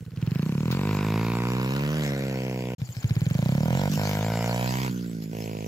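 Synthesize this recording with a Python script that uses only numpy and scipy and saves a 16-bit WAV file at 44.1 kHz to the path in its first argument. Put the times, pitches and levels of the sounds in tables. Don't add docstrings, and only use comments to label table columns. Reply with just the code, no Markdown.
import sys
import numpy as np
from scipy import signal
from scipy.fft import rfft, irfft, next_fast_len
from scipy.io import wavfile
from scipy.ndimage import uniform_filter1d, map_coordinates

SR = 44100
rng = np.random.default_rng(int(sys.argv[2]) if len(sys.argv) > 2 else 0)


def master_out(mix):
    frames = np.transpose(np.atleast_2d(mix))
    ceiling = np.clip(frames, -1, 1)
    pcm = np.round(ceiling * 32767).astype(np.int16)
    wavfile.write(sys.argv[1], SR, pcm)


def decibels_to_gain(level_db):
    exponent = np.asarray(level_db, float) / 20
    return 10 ** exponent


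N = 250047

# [t/s, firing rate/Hz]
SPEED = [
    [(0, 17.746), (.204, 18.54), (.746, 45.117), (1.04, 52.635), (1.647, 64.236), (1.961, 77.638),
     (2.102, 69.51), (2.421, 64.613), (2.75, 61.908)],
    [(2.78, 14.624), (2.98, 12.297), (3.309, 22.977), (3.839, 49.26), (4.268, 54.446), (4.826, 65.29),
     (4.955, 60.536), (5.257, 53.759), (5.67, 53.375)],
]
# [t/s, distance/m]
DISTANCE = [(0, 2.1), (1.15, 2.3), (1.4, 2.9), (2, 3.48), (2.4, 4.94), (2.76, 6.75), (2.77, 1.94),
            (3.6, 1.31), (4.1, 2.36), (4.5, 2.76), (4.85, 3.84), (5.3, 6.86), (5.67, 7.3)]
# [start/s, end/s]
SILENCE = (2.75, 2.781)


def evened(x):
    return x / np.sqrt(np.mean(x ** 2) + 1e-20)


def read(points, hz):
    f, value = np.transpose(points)
    return np.interp(np.log(hz + 1), np.log(f + 1), value)


def over_time(rows):
    t, *values = np.transpose(rows)
    return [np.interp(np.arange(N) / SR, t, v) for v in values]


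def add(mix, at, sound):
    part = mix[at:][:len(sound)]
    part += sound[:len(part)]


def rings(modes, t):
    return sum(decibels_to_gain(db) * np.exp(-np.pi * width * t) * np.sin(2 * np.pi * hz * t) for hz, width, db in modes)


def noise(shape, patchy_db):
    # [f/Hz, correlation 0-1]
    likeness = [(60, .9), (400, .9), (1000, .7), (2400, .4), (5000, .3), (8000, .75), (15000, .7)]
    hz = np.fft.rfftfreq(512, 1 / SR)
    a, b, c, d, patches = rng.standard_normal((N // 128 + 5, 257, 5)).T
    patches = evened(uniform_filter1d(uniform_filter1d(patches, 6, 0), 14, 1))
    same = np.clip(read(likeness, hz), -1, 1)[:, None]
    left = a + 1j * b
    right = same * left + np.sqrt(1 - same ** 2) * (c + 1j * d)
    z = np.array([left, right]) * decibels_to_gain(read(shape, hz)[:, None] + patchy_db * patches)
    return evened(signal.istft(z, nperseg=512, noverlap=384)[1][:, :N])


def control(name):
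    # [t/s, firing rate gained/Hz, half width/s]
    lurches = [
        (.884, 4.21, .067),
        (.969, -2.21, .036),
        (4.129, -1.99, .064),
        (5.424, 1.86, .091),
    ]
    # [t/s, throttle 0-1]
    wrist = [(0, 0.62), (.3, 0.78), (.45, 0.29), (.8, 0.74), (1.3, 0.6), (1.95, 0.29), (2.15, 0.38),
             (2.76, 0.58), (2.77, 0.3), (2.98, 0.36), (3.04, 0.73), (3.4, 0.75), (3.65, 0.43), (3.86, 0.76),
             (4.3, 0.76), (4.85, 0.47), (5.67, 0.65)]
    # [start/s, end/s, throttle left 0-1, thump/dB]
    snapped_shut = [
        (3.887, 3.97, .08, -1.5),
        (4.89, 5.325, .21, -.5),
    ]
    # [t/s, level re full charge/dB]
    chugs = [
        [(0, -17.5), (.063, -17), (.12, -18), (.175, -7), (.227, -1.5)],
        [(2.78, -22), (2.817, -5.5), (2.89, -13.5), (2.97, -11)],
    ]
    # [t/s, level/dB, half width/s]
    wheelspin = [
        (.45, 4, 0.19),
        (.97, 2.5, 0.049),
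        (2.05, 4, 0.047),
        (2.94, 5.5, 0.073),
        (3.47, 3.5, 0.1),
        (3.94, 12.5, 0.036),
        (4.1, 6, 0.086),
        (4.8, 3.5, 0.33),
        (5.24, 9, 0.02),
        (5.42, 2, 0.035),
    ]
    # [firing rate/Hz, level re thump/dB]
    front_law = [(14, -48), (21, -34), (28, -15), (36, -14.5), (44, -7), (52, -3.5), (60, -0.5), (75, -2.5)]
    rasp_law = [(14, -26), (38, -26.5), (45, -19), (55, -16), (65, -12), (76, -10.5)]
    # [firing rate/Hz, level at 2 m/dB]
    hiss_law = [(14, -59), (22, -59), (35, -55.5), (50, -48), (65, -44.5), (76, -43)]
    thump_at_1m_db = -17
    snap_s, blowdown_db, blowdown_s = .006, 4, 0.32
    shut_rasp_db, shut_hiss_db, full_front_throttle = -10.5, -7, 1.17
    by_tyre_db, first_hush_db, hiss_fade = 4.5, -5.5, 0.76

    t = np.arange(0, N / SR, .002)

    def curve(rows):
        return np.interp(t, *np.transpose(rows))

    def bumps(rows):
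        return sum(size * np.exp(-((t - s) / width) ** 2) for s, size, width in rows)

    speed = curve(np.concatenate(SPEED)) + bumps(lurches)
    snaps = np.array([np.clip(np.minimum(t - a, b - t) / snap_s / 2 + .5, 0, 1) for a, b, *_ in snapped_shut])
    shut = snaps.sum(axis=0)
    start, _, left, shut_db = np.transpose(snapped_shut)
    blowdown = sum(blowdown_db * np.exp(-abs(t - a) / blowdown_s) for a in start) * shut + shut_db @ snaps
    weak = sum(curve([(rows[0][0] - .01, 0)] + rows + [(rows[-1][0] + .07, 0)]) for rows in chugs)
    far = 20 * np.log10(curve(DISTANCE))
    spin = bumps(wheelspin)
    full = thump_at_1m_db - far + weak
    hush = np.where(t > SILENCE[0], by_tyre_db, first_hush_db * np.clip(-weak / 10, 0, 1))
    front_shut = 20 * np.log10(left / full_front_throttle) @ snaps
    rasp_shut = shut_rasp_db * uniform_filter1d(shut, size=20)
    hiss_shut = shut_hiss_db * uniform_filter1d(shut, size=50)
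    values = {
        "speed": speed,
        "thump": full + blowdown,
        "throttle": np.clip(curve(wrist), 0, 1) * (1 - shut) + left @ snaps,
        "front": full - .5 * weak + read(front_law, speed) + front_shut,
        "rasp": full - 0.22 * weak + read(rasp_law, speed) + rasp_shut + .6 * spin,
        "hiss": read(hiss_law, speed) - hiss_fade * (far - 6) + hush + hiss_shut + spin,
    }
    return np.interp(np.arange(N) / SR, t, values[name])


def crank():
    cycle_at_start = (.852, .451)
    turns = np.cumsum(control("speed")) / SR
    restart = round(SPEED[1][0][0] * SR)
    turns[restart:] += np.ceil(turns[restart]) - turns[restart] + cycle_at_start[1] - cycle_at_start[0]
    return turns + cycle_at_start[0]


def thump(period, hz, throttle):
    t = np.arange(2600) / SR
    shut = 1 / (1 + np.exp(-(t - .0045 - 0.2 * period) / 0.0011))
    burning = np.clip(3 * throttle, 0, 1)
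    sweep = 1 + (1.32 + 0.89 * burning) * np.exp(-t / (.0026 - 0.0015 * burning))
    base_hz = hz * (1.07 - 0.069 * burning) * (1.1 - 0.17 * throttle)
    pitch_hz = base_hz * sweep * (1 - (0.0063 + 0.3 * throttle) * shut)
    rise = (1 - np.exp(-t / .0015)) ** 1.2
    size = rise * (1 - (0.53 + 0.43 * throttle) * shut) * np.exp(-t / (0.02 + 0.053 * period))
    wave = size * np.sin(2 * np.pi * np.cumsum(pitch_hz) / SR + .1 + .5 * burning)
    return wave / np.linalg.norm(wave)


def exhaust(turns):
    # [firing rate/Hz, f/Hz]
    pipe = [(13, 120), (22, 145.2), (33, 156.8), (55, 140.5), (75, 158)]
    # [firing rate/Hz, f/Hz]
    chamber_hz = [(15, 720), (55, 480), (64, 500), (70, 550), (77, 606)]
    # [f/Hz, width/Hz, level/dB]
    outlet = [(278, 270, -18.5), (538, 43, -10.5), (674, 196, 8), (940, 96, -0.5), (1390, 32, -26)]
    shell = [(2256, 860, 9.5), (2550, 560, 0), (2970, 880, 8), (3770, 150, -11.5), (4810, 550, -2)]
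    at = np.flatnonzero(np.diff(np.floor(turns)) > 0)
    period = 1 / control("speed")[at]
    thump_db, front_db, rasp_db, throttle = (control(k)[at] for k in ("thump", "front", "rasp", "throttle"))
    chance = rng.standard_normal((len(at), 5))
    t = np.arange(900) / SR
    out = np.zeros(N)
    for k, i in enumerate(at):
        energy = np.sqrt(period[k] * SR)
        rate = 1 / period[k]
        burning = np.clip(3 * throttle[k], 0, 1)
        i = max(i + round(.8 * chance[k, 0]), 100)
        lazy = round(115 * (1 - burning))
        pop_db = .25 * chance[k, 1] - 3.5
        boom = thump(period[k], read(pipe, rate), np.clip(throttle[k], 0, 1))
        add(out, i - 85 + lazy, energy * decibels_to_gain(thump_db[k] + pop_db) * boom)
        chamber = (read(chamber_hz, rate), 70, 2)
        front = rings(outlet + [chamber], t * (1 + .003 * chance[k, 2]))
        add(out, i - 45 + lazy, energy * decibels_to_gain(front_db[k] + pop_db) * front / np.linalg.norm(front))
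        rasp = rings(shell, t * (1 + .01 * chance[k, 3])) * (1 - np.exp(-t / 0.00054))
        uneven = decibels_to_gain(1.0 * chance[k, 4] - 4.5)
        add(out, i - 40, energy * burning * uneven * decibels_to_gain(rasp_db[k]) * rasp / np.linalg.norm(rasp))
    return out


def gulps(turns):
    # [f/Hz, width/Hz, level/dB]
    intake_rings = [(139, 44, -5.5), (466, 60, -16)]
    level_db, late_s, idle_below_hz = -40, 0.01345, 26.7
    idling = np.clip((idle_below_hz - control("speed")) / 6, 0, 1)
    fired = (np.diff(np.floor(turns), prepend=0) > 0) * idling
    t = np.arange(2000) / SR
    ring = rings(intake_rings, t) * (1 - np.exp(-t / 0.0028))
    return decibels_to_gain(level_db + 20.5) * signal.oaconvolve(np.roll(fired, round(late_s * SR)), ring)[:N]


def pumping(turns):
    # [firing rate/Hz, level re thump/dB]
    swing = [(15, -45), (30, -30), (45, -32), (57, -44), (66, -41), (76, -39)]
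    level_db = control("thump") + read(swing, control("speed"))
    return control("throttle") * decibels_to_gain(level_db) * np.sin(2 * np.pi * turns + 4.55)


def puffs(turns, decay_s):
    rate = control("speed")
    return np.exp(-((turns + 0.00096 * rate) % 1) / rate / decay_s)


def gas(turns):
    # [f/Hz, density/dB per Hz]
    rasp_shape = [(200, -14), (500, 1.5), (900, 2.5), (1200, -1), (1500, -1), (1750, 3), (2100, 2),
                  (2800, -3.5), (3700, -9.5), (5000, -26), (7000, -75)]
    case_shape = [(1250, -59), (1430, 10), (1510, 49), (1590, -10), (1800, -45)]
    rumble_shape = [(20, -20), (45, -4), (70, -2.5), (200, 5), (500, -10), (1200, -24)]
    rumble_db = -51
    beat = 1 + 1.26 * np.clip(3 * control("throttle"), 0, 1) * puffs(turns, decay_s=0.0018)
    rasp = decibels_to_gain(control("rasp") - 2) * evened(beat) * noise(rasp_shape, patchy_db=1.5)
    case_level = decibels_to_gain(-62.5 + 0.52 * (control("rasp") + 58.5)) * np.clip(control("speed") / 45, 0, 1)
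    case = case_level * noise(case_shape, patchy_db=5.0)
    rumble = decibels_to_gain(rumble_db + .6 * (control("thump") + 28)) * noise(rumble_shape, patchy_db=1.6)
    return rasp + case + rumble


def valve_gear(turns):
    burst = np.exp(-(((turns % 1) - .8) / .06) ** 2)
    slow = np.clip(30 / control("speed"), 0, 1.3)
    return decibels_to_gain(control("rasp") + 5.5) * slow * burst


def clacks():
    # [t/s, peak level/dB, t60/s]
    knocks = [
        (0.7118, -32.5, 0.15),
        (1.7632, -32, 0.023),
        (3.922, -37, 0.073),
        (3.9614, -52, 0.053),
        (5.223, -43, 0.033),
    ]
    envelope = np.zeros(N)
    for s, db, t60 in knocks:
        add(envelope, round(s * SR), decibels_to_gain(db + 1.0 - 60 * np.arange(5000) / SR / t60))
    return envelope


def metal(turns):
    # [f/Hz, density/dB per Hz]
    knock_shape = [(500, -16), (1200, 7.5), (2500, -1), (4500, 5), (7500, -9.5), (8700, -18),
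                   (11500, -11.5), (15500, -0.5), (16500, -40)]
    return (valve_gear(turns) + clacks()) * noise(knock_shape, patchy_db=1.8)


def intake(turns):
    band = signal.butter(2, [6700, 7200], "bandpass", fs=SR)
    whistle = signal.lfilter(*band, rng.standard_normal((N, 2)).T)
    gulp = np.exp(-(((turns % 1) - .5) / 0.11) ** 2)
    near = np.interp(np.arange(N) / SR, [2.75, 2.9, 3.4, 3.6], [0, 1, 1, 0])
    return decibels_to_gain(-46.5) * near * gulp * evened(whistle)


def hiss(turns):
    # [f/Hz, density/dB per Hz]
    hiss_shape = [(2060, -7), (3500, -0.5), (3750, -5.5), (4320, 2.5), (4840, 0.5), (5970, 0), (7410, 0),
                  (7900, -3), (8630, -22), (8860, -22.5), (11400, -7), (15100, -6.5), (16000, -51)]
    beat = 1 + 2.44 * puffs(turns, decay_s=0.0012)
    return decibels_to_gain(control("hiss") - 1.06) * evened(beat) * noise(hiss_shape, patchy_db=4.5)


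def gravel():
    stones_per_s = 900
    size = decibels_to_gain(2.5 * np.minimum(rng.exponential(1, (N, 2)), 5)) * (rng.random((N, 2)) < stones_per_s / SR)
    tick = rings([(3230, 1000, -6), (5150, 950, 19), (6760, 680, 6.5), (11400, 1500, 20)], np.arange(200) / SR)
    spin = np.clip(control("speed") / 55, 0, 1) ** 2
    ticks = signal.oaconvolve(size.T + .5 * size.T[::-1], tick[None])[:, :N]
    return spin * decibels_to_gain(control("hiss") - 9.5) * evened(ticks)


def yard(x):
    taps = np.zeros((2, 4000))
    at = rng.integers(60, 4000, (60, 2)).T
    echoes = rng.choice([-1., 1.], at.shape) * decibels_to_gain(-60 * at / SR / 0.74)
    np.put_along_axis(taps, at, echoes, 1)
    return signal.fftconvolve(x[None], taps / np.linalg.norm(taps[0]), axes=1)[:, :N]


def ground(x, share):
    # [t/s, f/Hz]
    notch = [(0, 740), (.8, 636), (1.4, 607), (1.8, 690), (2.1, 907), (2.4, 1240), (2.76, 1390),
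             (2.77, 390), (4, 382), (4.45, 367), (4.65, 403), (4.9, 640), (5.3, 1290), (5.67, 1530)]
    grazing_m = 9
    late = np.arange(N) - SR / 2 / over_time(notch)[0]
    copy = np.array([np.interp(late, np.arange(N), c) for c in x])
    share = 1 - (1 - share) * np.exp(-(over_time(DISTANCE)[0] - 2) / grazing_m)
    return (x + share * copy) / np.sqrt(1 + share ** 2)


def ports(x):
    # [t/s, left port lag/ms, left minus right/dB]
    bearing = [(0, -0.00053, -2), (.7, -0.13, -0.5), (1.2, 0.026, -1), (1.7, 0.21, -1.5), (2.74, 0.11, -1),
               (2.78, -0.16, 2), (3.8, -0.2, -3.5), (4.2, -0.13, 0.5), (4.7, 0.33, -3), (5.2, 0.29, -2.5),
               (5.67, 0.43, -3)]
    lag_ms, lean_db = over_time(bearing)
    lag = lag_ms * SR / 1000
    heard = [map_coordinates(x[k], [np.arange(N) - side * lag / 2], order=3) * decibels_to_gain(side * lean_db / 2)
             for k, side in enumerate((1, -1))]
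    return np.array(heard)


def scene():
    turns = crank()
    pops = exhaust(turns) + gulps(turns)
    bounced = ground(pops + decibels_to_gain(-24) * yard(pops), share=.62) + ground(gas(turns) + metal(turns), share=.15)
    return ports(bounced + intake(turns) + pumping(turns)) + hiss(turns) + gravel()


def roll_off(x):
    return signal.sosfilt(signal.butter(12, 16730, fs=SR, output="sos"), x)


def record(dry):
    # [f/Hz, left minus right/dB]
    port_lean = [(60, -2), (400, 1), (1000, 0), (2000, 1), (4500, 4), (8000, 2), (13000, 2.5)]
    size = next_fast_len(N)
    lean = decibels_to_gain(np.outer([.5, -.5], read(port_lean, np.fft.rfftfreq(size, 1 / SR))))
    x = irfft(rfft(dry, size) * lean, size)[:, :N]
    x = signal.oaconvolve(x, signal.firwin(511, 15850, window=("kaiser", 9), fs=SR)[None], "same")
    x = signal.lfilter(*signal.butter(2, 48, "highpass", fs=SR), x)
    x = .3 * np.tanh(x / .3)
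    t = np.arange(N) / SR
    gate = np.clip(np.maximum(SILENCE[0] - t, t - SILENCE[1]) / .003, 0, 1)
    return roll_off(x * gate)


dry = scene()
out = record(dry)
master_out(out)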